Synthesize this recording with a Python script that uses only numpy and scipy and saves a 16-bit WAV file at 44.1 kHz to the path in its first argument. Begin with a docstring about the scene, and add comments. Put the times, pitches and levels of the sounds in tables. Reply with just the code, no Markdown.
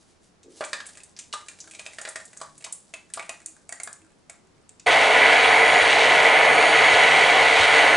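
"""A knife slides through meat on a cutting board: wet hiss, rubbing and a faint tick are shaped noise.
Thick sauce then drops from a pan into a plastic jug: torn films are noise bursts, air pockets and the pan decaying sines.
Last, a hand blender starts in the jug: filtered clicks churn, rasp and spatter, tones locked to the shaft whine,
and the jug bumps the worktop. All this is heard at arm's length in a small kitchen, with quiet room noise and low tones."""
import sys
import numpy as np
from scipy import signal
from scipy.fft import rfft, irfft
from scipy.io import wavfile
from scipy.ndimage import uniform_filter1d

SR = 44100
rng = np.random.default_rng(int(sys.argv[2]) if len(sys.argv) > 2 else 0)


def store_pcm(level_fs):
    """Save levels as 16-bit WAV."""
    pcm = np.round(np.clip(level_fs, -1, 1) * 32767).astype(np.int16)
    wavfile.write(sys.argv[1], SR, np.atleast_2d(pcm).T)


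N = 351036
T = np.arange(N) / SR


def undb(db):
    """Logarithmic level: decibels become an amplitude gain."""
    return 10 ** (np.asarray(db) / 20)


def unit(x):
    """Normalisation: scale to rms 1."""
    return x / np.sqrt(np.mean(x ** 2))


def curves(table):
    """Linear interpolation: each column of a table becomes a line through time."""
    s, *columns = np.transpose(table)
    return [np.interp(T, s, column) for column in columns]


def add(out, s, sound):
    """Superposition: mix a short sound in at time s."""
    i = int(s * SR)
    out[i:i + len(sound)] += sound[:N - i]


def band(x, lo_hz, hi_hz, order=2):
    """Band limitation by a Butterworth band-pass."""
    edges = [lo_hz, min(hi_hz, SR / 2.2)]
    return signal.sosfilt(signal.butter(order, edges, "band", fs=SR, output="sos"), x)


def colour(x, points):
    """Minimum-phase filtering: a causal filter through (Hz, dB) points, from the cepstrum of the gain."""
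    size = 2 ** 12
    hz, db = np.transpose(points)
    bin_hz = np.arange(size // 2 + 1) * SR / size
    gain = undb(np.interp(np.log(bin_hz + 1), np.log(hz), db))
    # folding the cepstrum onto positive times makes the filter causal
    cepstrum = irfft(np.log(gain))[:size // 2]
    cepstrum[1:] *= 2
    impulse = irfft(np.exp(rfft(cepstrum, size)))
    return signal.fftconvolve(x, impulse)[:len(x)]


def fade(t, t60):
    """Exponential damping: 60 dB lost in t60 seconds."""
    return np.exp(-np.log(1000) * t / t60)


def ring(modes, t):
    """Modal superposition: damped sines after one blow."""
    return sum(undb(db) * np.sin(2 * np.pi * hz * t) * fade(t, t60) for hz, db, t60 in modes)


def resonate(x, modes):
    """Driven resonance: x excites narrow modes, each as wide as its decay time makes it."""
    out = 0
    for hz, db, t60 in modes:
        half_width_hz = np.log(1000) / (2 * np.pi * t60)
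        out = out + undb(db) * unit(band(x, hz - half_width_hz, hz + half_width_hz))
    return unit(out)


def walk(rate):
    """Random modulation: stepped noise, rate steps a second, smoothed twice to rms near 1."""
    k = int(SR / rate)
    steps = np.repeat(rng.standard_normal(N // k + 1), k)
    return unit(uniform_filter1d(uniform_filter1d(steps, k), k)[:N])


def clicks(rate, spread_db):
    """Shot noise: random clicks of uneven size and either sign, rate a second."""
    size = undb(spread_db * np.minimum(rng.exponential(size=N), 5))
    return (rng.random(N) < rate / SR) * size * rng.choice([-1, 1], N)


def blow(x, db):
    """Onset level: give the first 10 ms of a hit the rms level db."""
    return x * undb(db) / np.sqrt(np.mean(x[:SR // 100] ** 2))


def splat(t, lo_hz, hi_hz, t60):
    """Broadband impulse: a decaying noise burst limited to one band."""
    return band(rng.standard_normal(len(t)) * fade(t, t60), lo_hz, hi_hz)


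def stroke(s, attack, t60):
    """Attack and decay: an envelope that rises to its peak at time s and dies away."""
    return np.clip(1 + (T - s) / attack, 0, 1) * fade(np.maximum(T - s, 0), t60)


def kitchen(x, t60, wet_db, side_db):
    """Reverberation: direct sound plus a tail from tiles and cupboards, part alike, part opposite left and right."""
    t = T[:SR // 2]
    shape = fade(t, t60) * np.clip((t - .002) / 0.00099, 0, 1)
    mid, side = (band(rng.standard_normal(len(t)), 195, 7400, order=1) * shape for _ in range(2))
    mid, side = (tail / np.sqrt(np.sum(tail ** 2)) for tail in (mid, side))
    side = colour(side, [(300, -6.0), (700, -3.5), (1400, -0.5), (2500, -7), (5000, -14.5), (9000, 2.0)])
    tails = undb(wet_db) * mid + undb(side_db) * side * np.array([[1], [-1]])
    return x + signal.fftconvolve(x[None], tails, axes=1)[:, :N]


def placed(x, pan_db):
    """Interaural level difference: pan_db is left minus right."""
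    return x * undb(np.array([[pan_db], [-pan_db]]) / 2)


# spectrum of the quiet kitchen: pitch_hz [Hz], level_db [dB, relative]
HUSH_SPECTRUM = [(25, 6), (50, -12), (85, 0), (130, -5), (180, 0), (260, -3.5), (370, -4), (530, -8.5),
                 (1000, -12.5), (3300, -22.5), (5400, -22), (11000, -31)]
HUSH_DB, HUSH_WANDER_DB = -60, 0.54


def hush():
    """Diffuse background: low room noise, nearly steady, from two independent coloured noises."""
    mid, side = (unit(colour(rng.standard_normal(N), HUSH_SPECTRUM)) for _ in range(2))
    level = undb(HUSH_DB + HUSH_WANDER_DB * walk(6.3))
    return level * (mid + 0.74 * side * np.array([[1], [-1]]))


# pushes of the knife through the meat: start_s [s, moment of the peak], level_db [dB, wet hiss]
KNIFE_PUSHES = [(.015, -61.5), (.1, -66), (.24, -63), (.52, -57.5), (.58, -51.5)]
CUT_ATTACK_S, CUT_T60_S = 0.038, 0.37
# the edge reaches the board and rubs along it; RUB_S is the peak
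RUB_S, RUB_DB, RUB_ATTACK_S, RUB_T60_S = 0.461, -51, .025, 0.8


def knife():
    """Friction as shot noise: the blade parts wet meat and its edge rubs along the board."""
    hiss = unit(band(clicks(2500, spread_db=1.5), 3800, 9900, order=1))
    pushes = sum(undb(db) * stroke(s, CUT_ATTACK_S, CUT_T60_S) for s, db in KNIFE_PUSHES)
    rub = unit(band(clicks(1200, spread_db=5.0), 260, 505, order=4))
    return hiss * pushes + rub * undb(RUB_DB) * stroke(RUB_S, RUB_ATTACK_S, RUB_T60_S)


# as the jug fills, its air column shortens and each splash dies sooner
FILL_FROM_S, FILL_TO_S = 1.45, 3.6
EMPTY_RATIO, FULL_RATIO = 1.027, 1.17  # factor on the air column's pitches
EMPTY_T60_S, FULL_T60_S = 0.07, 0.023  # splash decay


def filling(s, empty, full):
    """Changing cavity: a quantity moves from its empty-jug to its full-jug value as the sauce rises."""
    return np.interp(s, [FILL_FROM_S, FILL_TO_S], [empty, full])


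# short bright ticks, a faint one of the knife in the meat at .431 s, then wet films bursting:
# start_s [s], centre_hz [Hz], tick_db [dB], slap_db [dB]
BRIGHT_TICKS = [(.431, 6900, -55.5, -59.5), (.647, 7400, -37, -58), (0.865, 8200, -39.5, -54),
                (1.034, 7760, -44.5, -57), (1.165, 5140, -47, -53), (1.189, 7100, -37, -42.5),
                (1.327, 6360, -40, -33), (1.603, 6130, -38.5, -54), (1.748, 6740, -49, -50),
                (2.088, 8000, -35, -62), (2.253, 8000, -44, -70), (2.373, 7300, -40.5, -67),
                (2.578, 7960, -47, -63), (2.642, 7150, -45, -37), (2.725, 8050, -30, -52),
                (3.137, 7940, -30, -40.5), (3.46, 7600, -32, -54), (3.834, 8100, -30.5, -54),
                (3.929, 7440, -39.5, -61), (4.692, 7240, -47, -61), (4.797, 6640, -48, -52)]


def ticks():
    """Impulsive release: the knife's tick, then each film burst, is a high tick over a broader, lower slap."""
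    out, t = np.zeros(N), T[:SR // 6]
    for s, hz, tick_db, slap_db in BRIGHT_TICKS:
        tick = splat(t, hz * 0.88, hz * 1.21, filling(s, EMPTY_T60_S, FULL_T60_S))
        slap = splat(t, 2000, 6200, t60=0.058)
        add(out, s, blow(tick, tick_db) + blow(slap, slap_db))
    return out


# air modes of the jug: pitch_hz [Hz, before the fill ratio], level_db [dB, relative, before scatter], t60_s [s]
JUG_AIR_MODES = [(593, 19.5, 0.043), (553, -37, .04), (734, 2.5, .04), (1180, -7, .05)]
JUG_SCATTER_DB, THUD_DB = 4, -5  # thud against the air column
POCKET_CYCLES, TEAR_CYCLES, TEAR_DB = 95, 70, 0  # cycles of the pocket per 60 dB decay; dB against the pocket
# a lump slaps bare plastic harder than sauce (dB against its pocket)
SLAP_EMPTY_DB, SLAP_FULL_DB = -1.5, -8.5


def plop(s, hz, pocket_db, jug_db, spray_db):
    """Bubble and cavity resonance: a lump slaps, traps a ringing air pocket, sounds the jug and throws spray."""
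    t = T[:SR // 6]
    # the pocket rises in pitch as it opens to the surface
    tone = np.sin(2 * np.pi * hz * (t + 0.11 * t ** 2)) * fade(t, POCKET_CYCLES / hz)
    tear = splat(t, hz * 0.72, hz * 1.206, TEAR_CYCLES / hz)
    pocket = blow(tone, pocket_db) + blow(tear, pocket_db + TEAR_DB)
    # each lump lands somewhere else and favours other modes, over a dull thud
    ratio = filling(s, EMPTY_RATIO, FULL_RATIO)
    modes = [(mode_hz * ratio, db + JUG_SCATTER_DB * rng.standard_normal(), t60)
             for mode_hz, db, t60 in JUG_AIR_MODES]
    air = band(ring(modes, t), 360, 3000, order=1)
    thud = splat(t, 530, 1640, t60=0.17)
    jug = blow(air, jug_db) + blow(thud, jug_db + THUD_DB)
    slap_db = pocket_db + filling(s, SLAP_EMPTY_DB, SLAP_FULL_DB)
    slap = blow(splat(t, 3070, 5200, t60=0.034), slap_db)
    spray = blow(splat(t, 6470, 9260, filling(s, EMPTY_T60_S, FULL_T60_S)), spray_db)
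    return pocket + jug + slap + spray


# flow of the running sauce: start_s [s], level_db [dB, reference for crackle and drips]
SAUCE_FLOW = [(0.55, -47), (0.75, -45.5), (1.18, -59), (1.98, -46.5), (3.04, -59.5), (3.38, -55.5),
              (3.45, -57.5), (4.51, -71), (4.8, -73)]
POUR_S, POUR_END_S = .56, 4.8
CRACKLE_DB, DRIP_DB = -7, -4.5  # against the flow
DRIPS_PER_S, DRIP_HZ, DRIP_SPREAD, DRIP_SCATTER_DB = 16, 2000, .3, 3  # spread in log pitch
DRIP_JUG_DB, DRIP_SPRAY_DB = -7, 3.5  # against the drip's pocket


def stream():
    """Random superposition: the running sauce crackles and sheds small drips, both following its flow."""
    flow_db, = curves(SAUCE_FLOW)
    crackle = colour(clicks(1000, spread_db=3.5), [(300, -7.0), (650, 2.5), (2000, -18.5), (3500, -5),
                                                   (5500, -1), (8000, 2.0), (11000, -6.0)])
    out = unit(crackle) * undb(flow_db + CRACKLE_DB) * (T > POUR_S)
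    count = int(DRIPS_PER_S * (POUR_END_S - POUR_S))
    for when, size, strength in rng.uniform(-0.92, 1, (count, 3)):
        s = np.interp(when, [-1, 1], [POUR_S, POUR_END_S])
        hz = DRIP_HZ * np.exp(DRIP_SPREAD * size)
        db = np.interp(s, T, flow_db) + DRIP_DB + DRIP_SCATTER_DB * strength
        add(out, s, plop(s, hz, db, db + DRIP_JUG_DB, db + DRIP_SPRAY_DB))
    return out


# big lumps of sauce landing: start_s [s], pitch_hz [Hz, air pocket], pocket_db [dB],
# jug_db [dB, air column], spray_db [dB]
LUMPS = [(.608, 1630, -41.5, -28, -47), (.639, 2330, -41, -44, -47), (.731, 1804, -29.5, -42, -35),
         (.803, 1690, -41, -59, -56), (.972, 1850, -54, -63, -47), (1.337, 1204, -35.5, -47, -37),
         (1.484, 2410, -45, -74, -40), (1.711, 2570, -51.5, -69, -44.5), (1.794, 2460, -43, -50, -42.5),
         (1.863, 2570, -40, -47.5, -43), (1.985, 1840, -40, -47, -43), (2.014, 1840, -47, -48, -37),
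         (2.051, 1870, -37, -44, -45), (2.076, 1780, -42.5, -41.5, -46), (2.158, 1840, -38, -42.5, -37),
         (2.414, 1107, -39, -45, -41), (2.646, 2020, -52, -51.5, -35.5), (2.665, 1120, -47, -51, -58),
         (2.938, 2610, -38.5, -47.5, -40.5), (3.174, 1150, -38, -39.5, -57),
         (3.195, 2250, -38.5, -43.5, -44), (3.226, 2400, -46, -53, -50), (3.293, 2476, -36.5, -39.5, -34),
         (3.692, 2240, -51, -50.5, -38), (3.724, 1884, -40.5, -48, -34), (3.8, 2120, -42, -48.5, -39),
         (3.874, 1700, -41, -46, -43), (4.297, 2150, -48.5, -51.5, -41.5)]


def lumps():
    """Impact excitation: big lumps land in the jug one after another."""
    out = np.zeros(N)
    for s, *lump in LUMPS:
        add(out, s, plop(s, *lump))
    return out


# modes of the pan: pitch_hz [Hz], level_db [dB, relative], t60_s [s]
PAN_MODES = [(1735, 0, 0.49), (2410, 0, 0.2), (2520, -2, .18)]
PAN_S, PAN_DB = .731, -42


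def pan():
    """Free modal vibration: the pan rings softly once as its rim touches the jug."""
    out = np.zeros(N)
    add(out, PAN_S, undb(PAN_DB) * ring(PAN_MODES, T[:SR // 2]))
    return out


# faint low tones in the room: middle_s [s], pitch_hz [Hz], level_db [dB, before MOAN_LIFT_DB], length_s [s]
LOW_TONES = [(1.7, 322, -73, .35), (2.5, 153.5, -73, .5), (3.482, 318, -72, .26), (4.04, 321, -69, .13),
             (4.474, 375, -77, .25)]
MOAN_LIFT_DB = 12


def moans():
    """Amplitude modulation: barely audible low sines swell and fade."""
    out = np.zeros(N)
    for s, hz, db, length in LOW_TONES:
        t = T[:int(length * SR)]
        tone = np.hanning(len(t)) * np.sin(2 * np.pi * hz * t)
        add(out, s - length / 2, undb(db + MOAN_LIFT_DB) * tone)
    return out


# spectrum of the churning sauce: pitch_hz [Hz], level_db [dB, relative]
CHURN_SPECTRUM = [(30, -30), (62, -39), (88, -25.5), (125, -25), (170, -14.5), (230, -21), (310, -11.5),
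                  (370, -9), (450, -4.5), (690, 3.5), (1020, -1), (1200, -4.5), (1600, -17), (2600, -30.5)]
# narrow resonances of the kitchen and jug that colour the churn:
# pitch_hz [Hz], level_db [dB, relative], t60_s [s]
KITCHEN_JUG_MODES = [(85, -20, .2), (145, -18, .15), (253, -15, .2), (310, -10, .08), (418, -5, .11),
                     (460, 1, .14), (532, -2, .12), (551, -2, .13), (613, -2, .12), (666, 2, .06),
                     (709, 1, .13), (766, 1, .08), (820, -1, .12), (862, -5, .13), (916, 1, .11),
                     (985, -1, .11), (1142, -8, .1), (1262, -7, .1), (1480, -3, .05)]


def churn(mains):
    """Turbulence and driven resonance: eddies shake the sauce; kitchen and jug resonances colour it."""
    eddies = clicks(6000, spread_db=2.0) * (1 + 0.023 * mains)
    return unit(colour(eddies, CHURN_SPECTRUM)) + .8 * resonate(clicks(5000, spread_db=2), KITCHEN_JUG_MODES)


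# spectrum of the motor housing: pitch_hz [Hz], level_db [dB, relative]
HOUSING_SPECTRUM = [(500, -45.5), (1200, -12), (1450, -0.5), (1570, -5), (1700, -2.5), (1820, -1),
                    (2030, 2.5), (2270, 3), (2540, -9), (2800, -10.5), (3300, -10), (4500, -43.5)]
# narrow resonances of the kitchen and blender that colour the rasp:
# pitch_hz [Hz], level_db [dB, relative], t60_s [s]
KITCHEN_BLENDER_MODES = [(1690, -6, .06), (1948, -3, .1), (2013, 1, .1), (2050, -1, .09), (2135, 0, .06),
                         (2225, -4, .06), (2441, -6, .09), (2602, -10, .09), (2830, -7, .06),
                         (3035, -7, .06), (3370, -10, .05)]


def rasp(turn, mains):
    """Modulated shot noise: brushes and bearings rattle the housing, strongest once a turn."""
    rattle = clicks(7000, spread_db=2) * (1 + .12 * np.cos(turn) + .12 * mains)
    resonance = resonate(clicks(5000, spread_db=2), KITCHEN_BLENDER_MODES)
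    return unit(colour(rattle, HOUSING_SPECTRUM)) + .5 * resonance


# spectrum of the blades cutting the sauce: pitch_hz [Hz], level_db [dB, relative]
SPATTER_SPECTRUM = [(1500, -26), (2600, 4.5), (3050, 3), (3400, 2.5), (3550, -2.5), (3800, 2.5), (4200, -3),
                    (4550, -4), (5000, -11.5), (6600, -10.5), (7200, -15), (8900, -13.5), (9400, -28),
                    (9950, -15.5), (10600, -42)]


def spatter(turn):
    """Cavitation: cavities collapsing behind the blades crowd on one side of each turn."""
    crowding = 1 + .22 * np.cos(turn) + .15 * np.cos(6 * turn)
    cavities = clicks(8000, spread_db=2.8) * crowding * undb(.7 * walk(25))
    return unit(colour(cavities, SPATTER_SPECTRUM))


# commutator whine: shaft_order [multiple of the shaft rate], level_db [dB, relative]
WHINE_ORDERS = [(16, 6), (32, 5), (48, 1.5), (64, 2.5)]
WHINE_FLUTTER_DB = 1.5


def whine(turn):
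    """Harmonic orders with phase modulation: an out-of-round commutator puts side tones around each order."""
    phase = turn + .012 * np.sin(turn)
    out = np.zeros(N)
    for order, db in WHINE_ORDERS:
        out += undb(db + WHINE_FLUTTER_DB * walk(60)) * np.sin(round(order) * phase)
    return out


# motor under load: start_s [s], bar_hz [Hz, commutator bars passing], level_db [dB, gain on the whine orders]
MOTOR_SPEED = [(4.87, 2205, -39), (4.89, 2204, -50), (5.82, 2270, -41.5), (5.92, 2175, -54),
               (5.97, 2240, -62), (6.56, 2213, -42), (6.61, 2241, -40.5), (6.92, 2218, -44),
               (7.04, 2237, -46), (7.28, 2246, -54), (7.77, 2257, -42), (7.81, 2166, -43),
               (7.86, 2170, -49), (7.96, 2139, -41)]
# the blades draw more air as they are lifted: start_s [s], level_db [dB, blade spatter before SPATTER_LIFT_DB]
BLADE_LIFT = [(4.9, -28.5), (4.92, -25.5), (5.14, -28.5), (5.46, -26.5), (5.62, -30.5), (5.92, -24.5),
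              (6.35, -29.5), (7.12, -25.5), (7.25, -26.5), (7.74, -25), (7.9, -28), (7.95, -29)]
START_S, SPIN_UP_S, BARS = 4.861, 0.011, 16  # bars: commutator bars a turn
TREMBLE_SLOW, TREMBLE_FAST = .0025, .005  # fraction of the speed
CHURN_DB, CHURN_PER_SPATTER, CHURN_WANDER_DB = -21.5, -0.34, 0.54  # less sauce is churned while air is drawn
RASP_DB, RASP_WANDER_DB, SPATTER_LIFT_DB = -18.5, 1.16, 2
HUM_DB, HUM_WANDER_DB = -61, 3


def blender():
    """Rotating-machine noise: churn, rasp, spatter and whine share one shaft under a changing load."""
    bar_hz, whine_db = curves(MOTOR_SPEED)
    shaft_hz = bar_hz / BARS
    spatter_db, = curves(BLADE_LIFT)
    extra_spatter_db = spatter_db - np.mean(spatter_db[T > START_S])
    churn_db = CHURN_DB + CHURN_PER_SPATTER * extra_spatter_db + CHURN_WANDER_DB * walk(7.6)
    rasp_db = RASP_DB + RASP_WANDER_DB * walk(8)
    # lumps passing the blades make the speed tremble
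    tremble = 1 + TREMBLE_SLOW * walk(60) + TREMBLE_FAST * walk(500)
    turn = 2 * np.pi * np.cumsum(shaft_hz * tremble) / SR
    # the motor's torque pulses at twice the mains frequency
    mains = np.cos(2 * np.pi * 100 * T)
    sound = churn(mains) * undb(churn_db)
    sound += rasp(turn, mains) * undb(rasp_db)
    sound += spatter(turn) * undb(spatter_db + SPATTER_LIFT_DB)
    sound += whine(turn) * undb(whine_db)
    # the shaft's slight unbalance hums once a turn
    sound += undb(HUM_DB + HUM_WANDER_DB * walk(3)) * np.sin(turn)
    return sound * np.sqrt(np.clip((T - START_S) / SPIN_UP_S, 0, 1))


# the jug bumping the worktop: start_s [s], level_db [dB, gain on the thud modes]
JUG_BUMPS = [(5.82, -42), (6.932, -41), (7.601, -38)]


def bumps():
    """Low-frequency impact modes: the blender foot nudges the jug on the worktop, a soft, deep thud."""
    out, t = np.zeros(N), T[:SR // 2]
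    for s, db in JUG_BUMPS:
        add(out, s, undb(db) * ring([(42, -9, .3), (85.5, 7.5, 0.16), (103, -4, .25)], t))
    return out


SAUCE_PAN_DB, BLENDER_PAN_DB = -0.5, -0.53  # left minus right


def scene():
    """Superposition of sources: knife, pouring and blender slightly to the right, over the quiet room."""
    sources = knife() + ticks() + stream() + lumps() + pan()
    sauce = kitchen(sources, t60=0.31, wet_db=-7.5, side_db=-13)
    machine = kitchen(blender() + bumps(), t60=.3, wet_db=-15, side_db=-13)
    return placed(sauce, SAUCE_PAN_DB) + placed(machine, BLENDER_PAN_DB) + hush() + moans()


TOP_HZ = 11000


def record(dry):
    """Band limits and saturation: the camera cuts the deep bass, rounds the highest peaks and cuts the top."""
    lean = signal.sosfilt(signal.butter(2, 40, "high", fs=SR, output="sos"), dry)
    rounded = np.tanh(0.68 * lean) / 0.72
    return signal.sosfilt(signal.ellip(12, .2, 70, TOP_HZ, fs=SR, output="sos"), rounded)


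dry = scene()
out = record(dry)
store_pcm(out)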